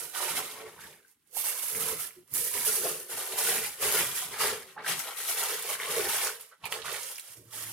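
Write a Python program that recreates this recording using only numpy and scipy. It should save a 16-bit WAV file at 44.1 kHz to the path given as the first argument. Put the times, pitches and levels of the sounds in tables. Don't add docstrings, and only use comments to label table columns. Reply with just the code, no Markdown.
import sys
import numpy as np
from scipy import signal
from scipy.fft import rfft, irfft, next_fast_len
from scipy.io import wavfile
from scipy.ndimage import map_coordinates

SR = 44100
rng = np.random.default_rng(int(sys.argv[2]) if len(sys.argv) > 2 else 0)


def unload_audio(sound):
    columns = np.transpose(np.atleast_2d(sound))
    steps = np.round(np.clip(columns, -1, 1) * 32767)
    wavfile.write(sys.argv[1], SR, steps.astype(np.int16))


def volts_from_db(level):
    exponent = np.asarray(level, float) / 20
    return 10 ** exponent


N = 340452

# time in seconds, facet pitch in Hz,
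# left-right balance in dB (positive is left).
WORKED_PLACE = [(0.0, 1520, -6.5), (0.19, 1158, -7.5), (0.73, 1313, -1), (0.84, 1706, -6), (1.24, 1490, -2),
                (1.35, 1150, -14), (1.44, 1400, -7.0), (2.51, 1447, -5.5), (3.03, 1380, -0.5),
                (3.38, 1046, -2), (3.59, 1540, -2.0), (4.26, 1224, -2.0), (5.01, 1557, 3.0), (5.1, 1030, 2),
                (5.16, 1716, 3.5), (5.44, 1220, -2), (5.61, 1710, -2), (5.68, 980, -3), (5.76, 1630, 0.0),
                (5.83, 1147, -0.5), (6.56, 1482, -4.5), (6.64, 995, -5.5), (7.07, 1587, -6.5),
                (7.1, 1220, -1), (7.46, 1268, -8), (7.72, 1450, -3)]


def unit(x):
    return x / np.sqrt(np.mean(x ** 2) + 1e-20)


def along(points, hz):
    f, v = np.transpose(points)
    return np.interp(np.log(hz + 1), np.log(f + 1), v)


def read(rows, s):
    times, *columns = np.transpose(rows)
    return [np.interp(s, times, c) for c in columns]


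def wobble(rate):
    knots = rng.standard_normal(int(N * rate / SR) + 4)
    return map_coordinates(knots, [np.arange(N) * rate / SR])


def filtered(x, response):
    m = next_fast_len(N + SR // 2)
    return irfft(rfft(x, m) * response(np.fft.rfftfreq(m, 1 / SR)), m)[..., :N]


def coloured(x, spectrum):
    return unit(filtered(x, lambda hz: volts_from_db(along(spectrum, hz))))


def swells(s, hold_s, db, rise, fall):
    t = np.arange(0, N, 64) / SR
    late = t - s[:, None]
    rising_db = rise * np.minimum(late, 0)
    dying_db = np.c_[fall] * np.maximum(late - hold_s[:, None], 0)
    each_db = db[:, None] + rising_db - dying_db
    total_db = 10 * np.log10(np.sum(volts_from_db(each_db) ** 2, axis=0) + 1e-12)
    return np.interp(np.arange(N) / SR, t, total_db)


def pings(s, gain, hz, cycles, lag_s, pan_db, size):
    out = []
    for side in (1, -1):
        start = np.clip(s + side * lag_s / 2, 0, N / SR) * SR
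        where = np.ceil(start)[:, None] + np.arange(size)
        turns = ((where - start[:, None]) / SR * hz[:, None]).astype(np.float32)
        age = turns / cycles[:, None].astype(np.float32)
        envelope = age * np.exp(1 - age)
        port_gain = (gain * volts_from_db(side * pan_db / 2))[:, None]
        wave = np.sin(2 * np.pi * turns) * envelope * port_gain
        out.append(np.bincount(where.astype(int).ravel(), wave.ravel(), N + size + 1)[:N])
    return np.array(out)


def creases(count, centre_hz, spread, cycles, spiky_db, clumps_db, lag_s, size):
    u, g = rng.random((count, 2)), rng.standard_normal((count, 4))
    s = u[:, 0] * N / SR
    hz = np.clip(centre_hz(s) * np.exp(spread * g[:, 3]), 200, 0.4 * SR)
    rare = -np.log(1 - u[:, 1] * 0.998)
    gain = np.sqrt(hz) * volts_from_db(clumps_db[(s * SR).astype(int)] + spiky_db * rare)
    lag = lag_s * g[:, 1] - 0.75e-5 * read(WORKED_PLACE, s)[1]
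    return unit(pings(s, gain, hz, cycles * np.exp(0.17 * g[:, 0]), lag, 4.3 * g[:, 2], size))


def fizz(fizz_db, facet_db, clumps_db):
    # frequency in Hz, relative filter gain in dB.
    fizz_spectrum = [(3200, -18), (4800, -6), (6000, -5), (7500, -3), (10600, 2.5), (13000, -1),
                     (15000, -5), (15800, -11.5)]
    # time in seconds, further top-octave lift in dB.
    brightness_drift = [(0, 0), (0.9, 0), (1.3, 3), (2.4, 1), (3.2, 0), (4.3, 0), (4.8, -2.5), (5.4, -1),
                        (6.4, 0), (6.8, -6), (7.2, -3.5), (7.72, -1)]
    shine_per_db, crumpled_db = 0.39, -8
    small = creases(count=40000, centre_hz=lambda s: 9500, spread=0.5, cycles=0.54, spiky_db=1.5,
                    clumps_db=clumps_db, lag_s=6e-5, size=28)
    finest = 1.08 * volts_from_db(clumps_db) * rng.standard_normal((2, N))
    even = coloured(small + finest, fizz_spectrum)
    top = filtered(even, lambda hz: 1 / (1 + (8500 / (hz + 1)) ** 6))
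    shine_db = np.clip(shine_per_db * (crumpled_db + fizz_db - facet_db), -9, 7)
    shine_db = shine_db + read(brightness_drift, np.arange(N) / SR)[0]
    return even + (volts_from_db(shine_db) - 1) * top


def crackle(clumps_db):
    # frequency in Hz, relative filter gain in dB.
    crackle_spectrum = [(1100, -15.5), (1900, -4.5), (2700, -2), (4200, -3.5), (5500, -5), (8000, -28)]
    middling = creases(count=11000, centre_hz=lambda s: 3300, spread=0.384, cycles=1.13, spiky_db=-1.0,
                       clumps_db=clumps_db, lag_s=5e-5, size=110)
    return coloured(middling, crackle_spectrum)


def facets(clumps_db):
    # frequency in Hz, relative filter gain in dB.
    facet_spectrum = [(350, -20.5), (600, 0), (1000, -1), (1600, -1), (2300, 3), (3300, -12), (5000, -44)]
    fold_hz = lambda s: read(WORKED_PLACE, s)[0]
    large = creases(count=9000, centre_hz=fold_hz, spread=0.45, cycles=1.15, spiky_db=0.7,
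                    clumps_db=clumps_db, lag_s=6e-5, size=230)
    ringing = creases(count=900, centre_hz=fold_hz, spread=0.249, cycles=6.2, spiky_db=1.5,
                      clumps_db=clumps_db, lag_s=6e-5, size=1100)
    return coloured(large + 0.58 * ringing, facet_spectrum)


def tray_boom(facet_db, clumps_db):
    # frequency in Hz, width in Hz, relative level in dB.
    modes = [(368.7, 49, -3.5), (455.3, 40, 3), (537, 38, -1), (617, 90, -5.5)]
    # time in seconds, hold in seconds, relative level in dB.
    presses = [(-0.005, 0.047, -52.5), (0.217, 0.055, -43.5), (0.4, 0.049, -47), (0.56, 0.093, -51.5),
               (0.662, 0.001, -50.7), (0.843, 0.073, -61), (0.966, 0.001, -67), (1.364, 0.001, -57.5),
               (1.469, 0.07, -53), (1.731, 0.18, -49), (1.932, 0.0047, -47.5), (2.37, 0.11, -52.5),
               (2.554, 0.00032, -46.5), (2.67, 0.18, -48), (2.846, 0.052, -38), (3.094, 0.298, -50.9),
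               (3.444, 0.16, -44), (3.846, 0.16, -37), (4.143, 0.139, -56.5), (4.32, 0, -46),
               (4.445, 0.0055, -35.5), (4.522, 0.001, -38), (4.79, 0.051, -52), (5.078, 0.037, -58),
               (5.216, 0.0, -63.5), (5.327, 0.002, -55.3), (5.388, 0.011, -46), (5.51, 0.001, -42.5),
               (5.673, 0.001, -47), (5.901, 0.0, -38.5), (5.984, 0.0, -31), (6.253, 0.001, -42),
               (6.752, 0.011, -50.5), (6.917, 0.001, -44.5), (7.024, 0.002, -56), (7.117, 0.001, -63),
               (7.378, 0.036, -63), (7.587, 0.001, -64)]
    press_db = swells(*np.transpose(presses), rise=360, fall=152.5)
    gain = np.hypot(volts_from_db(press_db), volts_from_db(facet_db - 14.5))
    kicks = creases(count=4000, centre_hz=lambda s: 480, spread=0.26, cycles=0.51, spiky_db=1.6,
                    clumps_db=clumps_db, lag_s=6e-5, size=200)

    def hollow(f):
        total = 0
        for k, (centre, width, db) in enumerate(modes):
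            damping = 1j * f * width
            total = total + (-1) ** k * volts_from_db(db) * damping / (centre ** 2 - f ** 2 + damping)
        return total

    return volts_from_db(1.2 * wobble(18) - 1.5) * gain * unit(filtered(kicks, hollow))


def parcel_thud(facet_db):
    # frequency in Hz, relative filter gain in dB.
    thud_spectrum = [(25, -17), (60, -10), (110, -5), (135, -3.5), (163, -2), (195, -8.5), (300, -6.5),
                     (420, -13.5), (700, -90)]
    # time in seconds, hold in seconds, level in dB.
    shifts = [(0.009, 0.031, -62), (0.307, 0.085, -54), (0.536, 0.13, -63), (0.772, 0.0094, -64),
              (0.852, 0.0068, -61), (1.161, 0.13, -83), (1.364, 0.029, -73), (1.633, 0.011, -65),
              (1.759, 0.033, -51.0), (1.91, 0.001, -50), (2.169, 0.009, -64.5), (2.342, 0.032, -53.5),
              (2.563, 0.0091, -53.5), (2.695, 0.011, -57.1), (2.81, 0.13, -57.4), (3.15, 0.001, -57.5),
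              (3.344, 0.006, -62), (3.468, 0.03, -52.5), (3.576, 0.018, -51), (3.846, 0.0089, -45.5),
              (3.988, 0.001, -45), (4.259, 0.11, -60), (4.437, 0.083, -52), (4.77, 0.037, -63),
              (4.91, 0.001, -52), (5.41, 0.001, -70), (5.539, 0.04, -66), (5.747, 0.015, -66),
              (5.898, 0.2, -54.5), (6.398, 0.001, -79.1), (6.65, 0.003, -59.5), (6.793, 0.094, -61.5),
              (7.38, 0.08, -65), (7.56, 0.16, -62)]
    shift_db = swells(*np.transpose(shifts), rise=379, fall=114)
    gain = np.hypot(volts_from_db(shift_db), volts_from_db(facet_db - 28))
    noise = rng.standard_normal(N) + 0.46 * rng.standard_normal((2, N))
    return gain * coloured(noise, thud_spectrum)


def foil():
    # time of full strength in seconds, hold in seconds, relative fizz level in dB,
    # large facets over the fizz in dB, dying away in dB per second.
    strokes = [(-0.005, 0.013, -38, -10, 109.5), (0.154, 0.071, -37.5, -2.5, 230.0),
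               (0.227, 0.035, -34.5, -6.5, 240.0), (0.278, 0.009, -32.5, -5, 51.5),
               (0.37, 0.021, -33, -5, 370.0), (0.564, 0.1, -62.5, 11.9, 189),
               (0.809, 0.063, -48.5, -4.8, 140.0), (1.05, 0.008, -72, -1, 220.0),
               (1.078, 0.024, -65.5, -14.3, 220.0), (1.223, 0.002, -77.7, -5, 180.0),
               (1.271, 0.001, -71, -5, 220.0), (1.37, 0.0036, -35.5, -12.5, 59),
               (1.453, 0.033, -34.5, -11.5, 128), (1.522, 0.001, -41, -6.5, 190.0),
               (1.578, 0.017, -35.5, -10, 280.0), (1.635, 0.19, -37, -12, 112), (1.809, 0.11, -35, -8, 108),
               (1.994, 0.039, -38, -12, 233), (2.276, 0.004, -68, -4, 184), (2.354, 0.023, -31.5, -15, 46),
               (2.539, 0.097, -33.0, -9, 210.0), (2.65, 0.013, -29.5, -13.5, 55),
               (2.721, 0.015, -31.5, -13, 85), (2.839, 0.06, -32.5, -9, 160.0),
               (3.109, 0.052, -36.5, -8.0, 150.0), (3.172, 0.013, -36.5, -8, 39),
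               (3.322, 0.024, -40, -4.5, 215), (3.387, 0.094, -30.0, -9.5, 101.5),
               (3.477, 0.098, -31.5, -8, 80.0), (3.639, 0.01, -32, -6.5, 251),
               (3.826, 0.067, -27.5, -7.5, 39.5), (3.978, 0.019, -27, -6.6, 148),
               (4.151, 0.031, -33.5, -10.6, 198), (4.224, 0.021, -36.5, -6, 220.0),
               (4.323, 0.084, -41, -1.2, 205), (4.408, 0.061, -28, -4.5, 133),
               (4.694, 0.0085, -61, 4.5, 282), (4.789, 0.11, -71, 26.5, 210.0),
               (4.881, 0.028, -27.5, -4, 164), (4.977, 0.021, -35.5, -9.5, 160.0),
               (5.071, 0.005, -38, -3.5, 100.0), (5.176, 0.094, -36.5, -10, 160.0),
               (5.29, 0.0083, -29.5, -11, 101), (5.376, 0.017, -29.5, -6.5, 47),
               (5.5, 0.038, -35.5, -8.5, 220.0), (5.62, 0.112, -43.5, -8, 220.0),
               (5.69, 0.048, -33.5, -5.5, 320.0), (5.807, 0.064, -37, -0.5, 200.0),
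               (5.91, 0.086, -31, -5.5, 71), (6.095, 0.062, -31.5, -7.0, 128),
               (6.186, 0.032, -35.5, -5.5, 180.0), (6.245, 0.033, -31.5, -6.5, 217),
               (6.404, 0.002, -47.5, -7.5, 170.0), (6.523, 0.005, -74, 12, 420.0),
               (6.657, 0.005, -44, 1.5, 380.0), (6.722, 0.004, -35.5, -3.2, 140.0),
               (6.859, 0.097, -36.5, -3.5, 160.0), (6.973, 0.14, -38.5, -13, 160.0),
               (7.178, 0.0086, -50, -11, 320.0), (7.238, 0.0063, -46.5, -12.5, 160.0),
               (7.282, 0.055, -49, -13, 134), (7.458, 0.092, -65.5, -6, 170.0),
               (7.533, 0.1, -39.0, -9.5, 230.0), (7.677, 0.034, -40, -11, 170.0)]
    s, hold_s, db, coarse_db, fall = np.transpose(strokes)
    rise = 557
    fizz_db = swells(s, hold_s, db, rise, fall)
    crackle_db = swells(s, hold_s, db + 0.6 * coarse_db - 4, rise, fall)
    facet_db = swells(s, hold_s, db + coarse_db, rise, fall)
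    clumps_db = 0.6 * wobble(14) + 0.86 * wobble(40) + 0.85 * wobble(110) + 0.44 * wobble(300)
    shade_db = read(WORKED_PLACE, np.arange(N) / SR)[1] * [[0.5], [-0.5]]
    fine = volts_from_db(fizz_db - 0.5 + 0.93 * shade_db) * fizz(fizz_db, facet_db, clumps_db)
    medium = volts_from_db(crackle_db + 0.4 * shade_db) * crackle(clumps_db)
    coarse = volts_from_db(facet_db - 2.5) * facets(clumps_db) + tray_boom(facet_db, clumps_db)
    return fine + medium + volts_from_db(0.25 * shade_db) * coarse + parcel_thud(facet_db)


def kitchen(x, wet_db):
    # frequency in Hz, 60 dB decay time in seconds.
    decay = [(200, 0.1), (2000, 0.16), (10000, 0.08)]
    step = SR // 3
    wet = np.zeros((2, N + 3 * step))
    for start in range(0, N, step):
        hz, t, z = signal.stft(rng.standard_normal((2, step)), SR, nperseg=256)
        apart = np.clip(hz / 3500 + 0.2, 0, 1)[:, None]
        z = np.array([z[0] + apart * z[1], z[0] - apart * z[1]]) / np.sqrt(1 + apart ** 2)
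        dying = volts_from_db(-60 * t / along(decay, hz)[:, None])
        tail = signal.istft(z * dying, SR, nperseg=256)[1]
        tail = tail / np.linalg.norm(tail[0])
        answer = signal.fftconvolve(x[:, start:start + step], tail, axes=1)
        wet[:, start:start + answer.shape[1]] += answer
    return x + volts_from_db(wet_db) * wet[:, :N]


def faint_hiss():
    return volts_from_db(-87.5) * rng.standard_normal((2, N))


def snaps():
    # time of the peak in seconds, peak level in dB,
    # pitch in Hz, rise in cycles, left-right balance in dB (positive is left).
    single_snaps = [(0.1612, -33.5, 1110, 1.36, -3), (0.2056, -28.5, 1048, 1.28, 0),
                    (0.2303, -29.5, 1090, 1.23, -4), (0.2847, -26, 2280, 1.14, -1),
                    (0.3331, -38, 1104, 1.7, -6), (0.84, -41, 1710, 4.0, 5), (1.0496, -59, 1560.0, 3.95, 9),
                    (1.0811, -48, 9830.0, 0.9, -7), (1.1141, -48, 10500, 1.3, -11),
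                    (1.2735, -52, 10000.0, 0.9, -8), (1.3143, -50.5, 11100.0, 0.9, -5),
                    (1.3694, -35, 800, 1.17, 4), (1.4419, -38, 980, 0.62, -3.0),
                    (1.6328, -22, 10290.0, 0.88, -10), (1.7502, -27.5, 2230, 0.86, 4),
                    (2.001, -19, 11200, 1.1, -3.5), (2.1079, -45.5, 2320, 1.9, 5),
                    (2.182, -49, 356, 6.5, -1.0), (2.2777, -47, 9520.0, 0.9, -9), (2.327, -47, 130, 0.8, 0),
                    (2.3392, -18.5, 11800, 1.4, -19), (2.856, -25.5, 596, 0.81, 5.5),
                    (3.2748, -20.5, 12270.0, 0.9, 1), (3.3895, -14, 10540.0, 1.04, -2.5),
                    (3.9237, -11.5, 11340.0, 1.1, 1), (4.0093, -22, 2520, 0.8, -7),
                    (4.7654, -40, 900, 1.5, -1), (4.7794, -32, 1610, 1.6, -1), (4.8466, -30, 1600, 2.8, 2),
                    (4.8645, -22, 1780, 0.79, -4), (4.887, -29, 1790, 0.53, -2),
                    (4.9185, -31, 1650, 1.3, -6), (4.9932, -14, 9500, 0.42, 5),
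                    (5.0863, -42, 990, 3.56, -1.0), (5.2038, -33.5, 1700, 1.05, 0.0),
                    (5.436, -14, 10300, 0.7, -1), (5.6254, -22, 10400, 0.9, -1),
                    (5.7453, -31.5, 10500, 0.7, -4), (5.7533, -31, 1590, 1.7, -1),
                    (5.8009, -24.5, 2040, 1.2, 0.5), (5.8324, -27, 2010, 0.82, -5),
                    (5.8864, -24, 10230.0, 0.6, -1), (6.1881, -27, 1190, 0.9, 1),
                    (6.272, -27, 1390, 1.14, 1), (6.2712, -19.5, 6800, 0.9, -2),
                    (6.293, -29.5, 1500, 1.34, -1), (6.4104, -27, 11760.0, 1, 0.5),
                    (6.4648, -43, 11910.0, 0.9, 0), (6.4907, -43, 11820.0, 0.9, -6),
                    (6.528, -45.5, 1430, 4.0, -1), (6.645, -46, 110, 0.89, 0),
                    (6.6561, -27, 11100, 1.7, -14.5), (6.6559, -29, 2410, 3.75, -9),
                    (6.7234, -35, 935, 1.44, 1), (6.724, -24, 10800, 0.77, -19),
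                    (6.7249, -16.5, 2930, 0.6, -4.5), (6.819, -30.5, 3800, 0.93, -8),
                    (6.8467, -35, 1160, 1.05, -3.0), (6.8832, -29.5, 1480, 1.35, -6),
                    (6.9274, -23, 11200, 0.9, -14.5), (6.9917, -43, 1220.0, 1.3, -7),
                    (7.0323, -25, 6800, 1.2, 0), (7.1248, -27, 10900, 0.9, -2),
                    (7.1575, -32, 5230, 1.34, -4), (7.1816, -25, 10420.0, 0.9, -2),
                    (7.1844, -32, 2620, 1.15, -4), (7.196, -23.5, 10300, 1.2, -3.5),
                    (7.3356, -49, 2820, 1.1, 7.5), (7.4552, -49, 13470.0, 0.9, -14),
                    (7.5395, -47.5, 850, 3.85, 0.5)]
    s, db, hz, cycles, pan_db = np.transpose(single_snaps)
    ping = pings(s - cycles / hz, volts_from_db(db), hz, cycles, -1.1e-5 * pan_db, pan_db, size=3000)
    u, g = rng.random((len(s), 40)), rng.standard_normal((len(s), 40, 3))
    after_s = 0.035 * u ** 1.6
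    size_db = db[:, None] - 11.5 - 450 * after_s + 3 * g[..., 0]
    size_db = size_db - 7 * (hz[:, None] < 3500)
    pitch = np.clip(hz[:, None] * np.exp(0.29 * g[..., 1]), 200, 0.4 * SR)
    rows = (s[:, None] + after_s, volts_from_db(size_db), pitch, 0.83 + 0 * u, 6e-5 * g[..., 2],
            pan_db[:, None] + 0 * u)
    return ping + pings(*map(np.ravel, rows), size=300)


def rubs():
    # start in seconds, length in seconds, relative level in dB, facet pitch in Hz.
    drags = [(0.758, 0.05, -57, 1030), (0.772, 0.11, -52, 1635), (0.9, 0.15, -69, 1600),
             (4.758, 0.062, -46.5, 850), (4.76, 0.075, -51, 1250), (4.762, 0.07, -52, 1790),
             (6.513, 0.028, -54, 1435), (6.516, 0.017, -66, 497), (6.629, 0.049, -43.5, 900),
             (6.636, 0.04, -44, 2440), (6.637, 0.047, -49, 3400), (6.64, 0.04, -49, 4300),
             (7.273, 0.017, -71, 900), (7.362, 0.05, -63, 355)]
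    slips, ring_cycles, pitch_spread = 30, 2.3, 0.075
    s, length_s, db, hz = np.transpose(drags)[..., None]
    u, g = rng.random((len(s), slips)), rng.standard_normal((len(s), slips, 3))
    density = np.sqrt(length_s * hz / (slips * ring_cycles))
    gain = volts_from_db(db + 3.3 * g[..., 0]) * np.sin(np.pi * u ** 0.59) * density
    pitch = hz * np.exp(pitch_spread * g[..., 1])
    rows = (s + length_s * u, gain, pitch, ring_cycles + 0 * u, 4e-5 * g[..., 2], -2.5 + 0 * u)
    return pings(*map(np.ravel, rows), size=2200)


def hum():
    # time in seconds, level in dB, about which the loudness wavers.
    hum_level = [(7.3, -64), (7.352, -87), (7.386, -52), (7.442, -67), (7.482, -53), (7.528, -69),
                 (7.558, -60), (7.72, -53)]
    s, db = np.transpose(hum_level)
    phase = 2 * np.pi * np.cumsum(113 + 2.47 * wobble(14)) / SR
    tone = np.sin(phase) + 0.23 * np.sin(3 * phase)
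    level_db = np.interp(np.arange(N) / SR, s, db, left=-120) + 1.6 * wobble(20)
    return unit(tone) * volts_from_db(level_db)


def scene():
    return kitchen(foil() + snaps() + rubs(), wet_db=-5.0) + hum() + faint_hiss()


def low_pass(x):
    return signal.sosfilt(signal.butter(12, 16480, fs=SR, output="sos"), x)


def record(dry):
    # centre in Hz, width in Hz.
    notches = [(2495, 81), (7495, 110)]

    def path(f):
        bass_cut = (1j * f / (45 + 1j * f)) ** 2
        response = bass_cut * (f < 15850)
        for centre, width in notches:
            off_centre = centre ** 2 - f ** 2
            response = response * off_centre / (off_centre + 1j * f * width)
        return response

    mix = filtered(dry, path)
    return low_pass(mix)


dry = scene()
out = record(dry)
unload_audio(out)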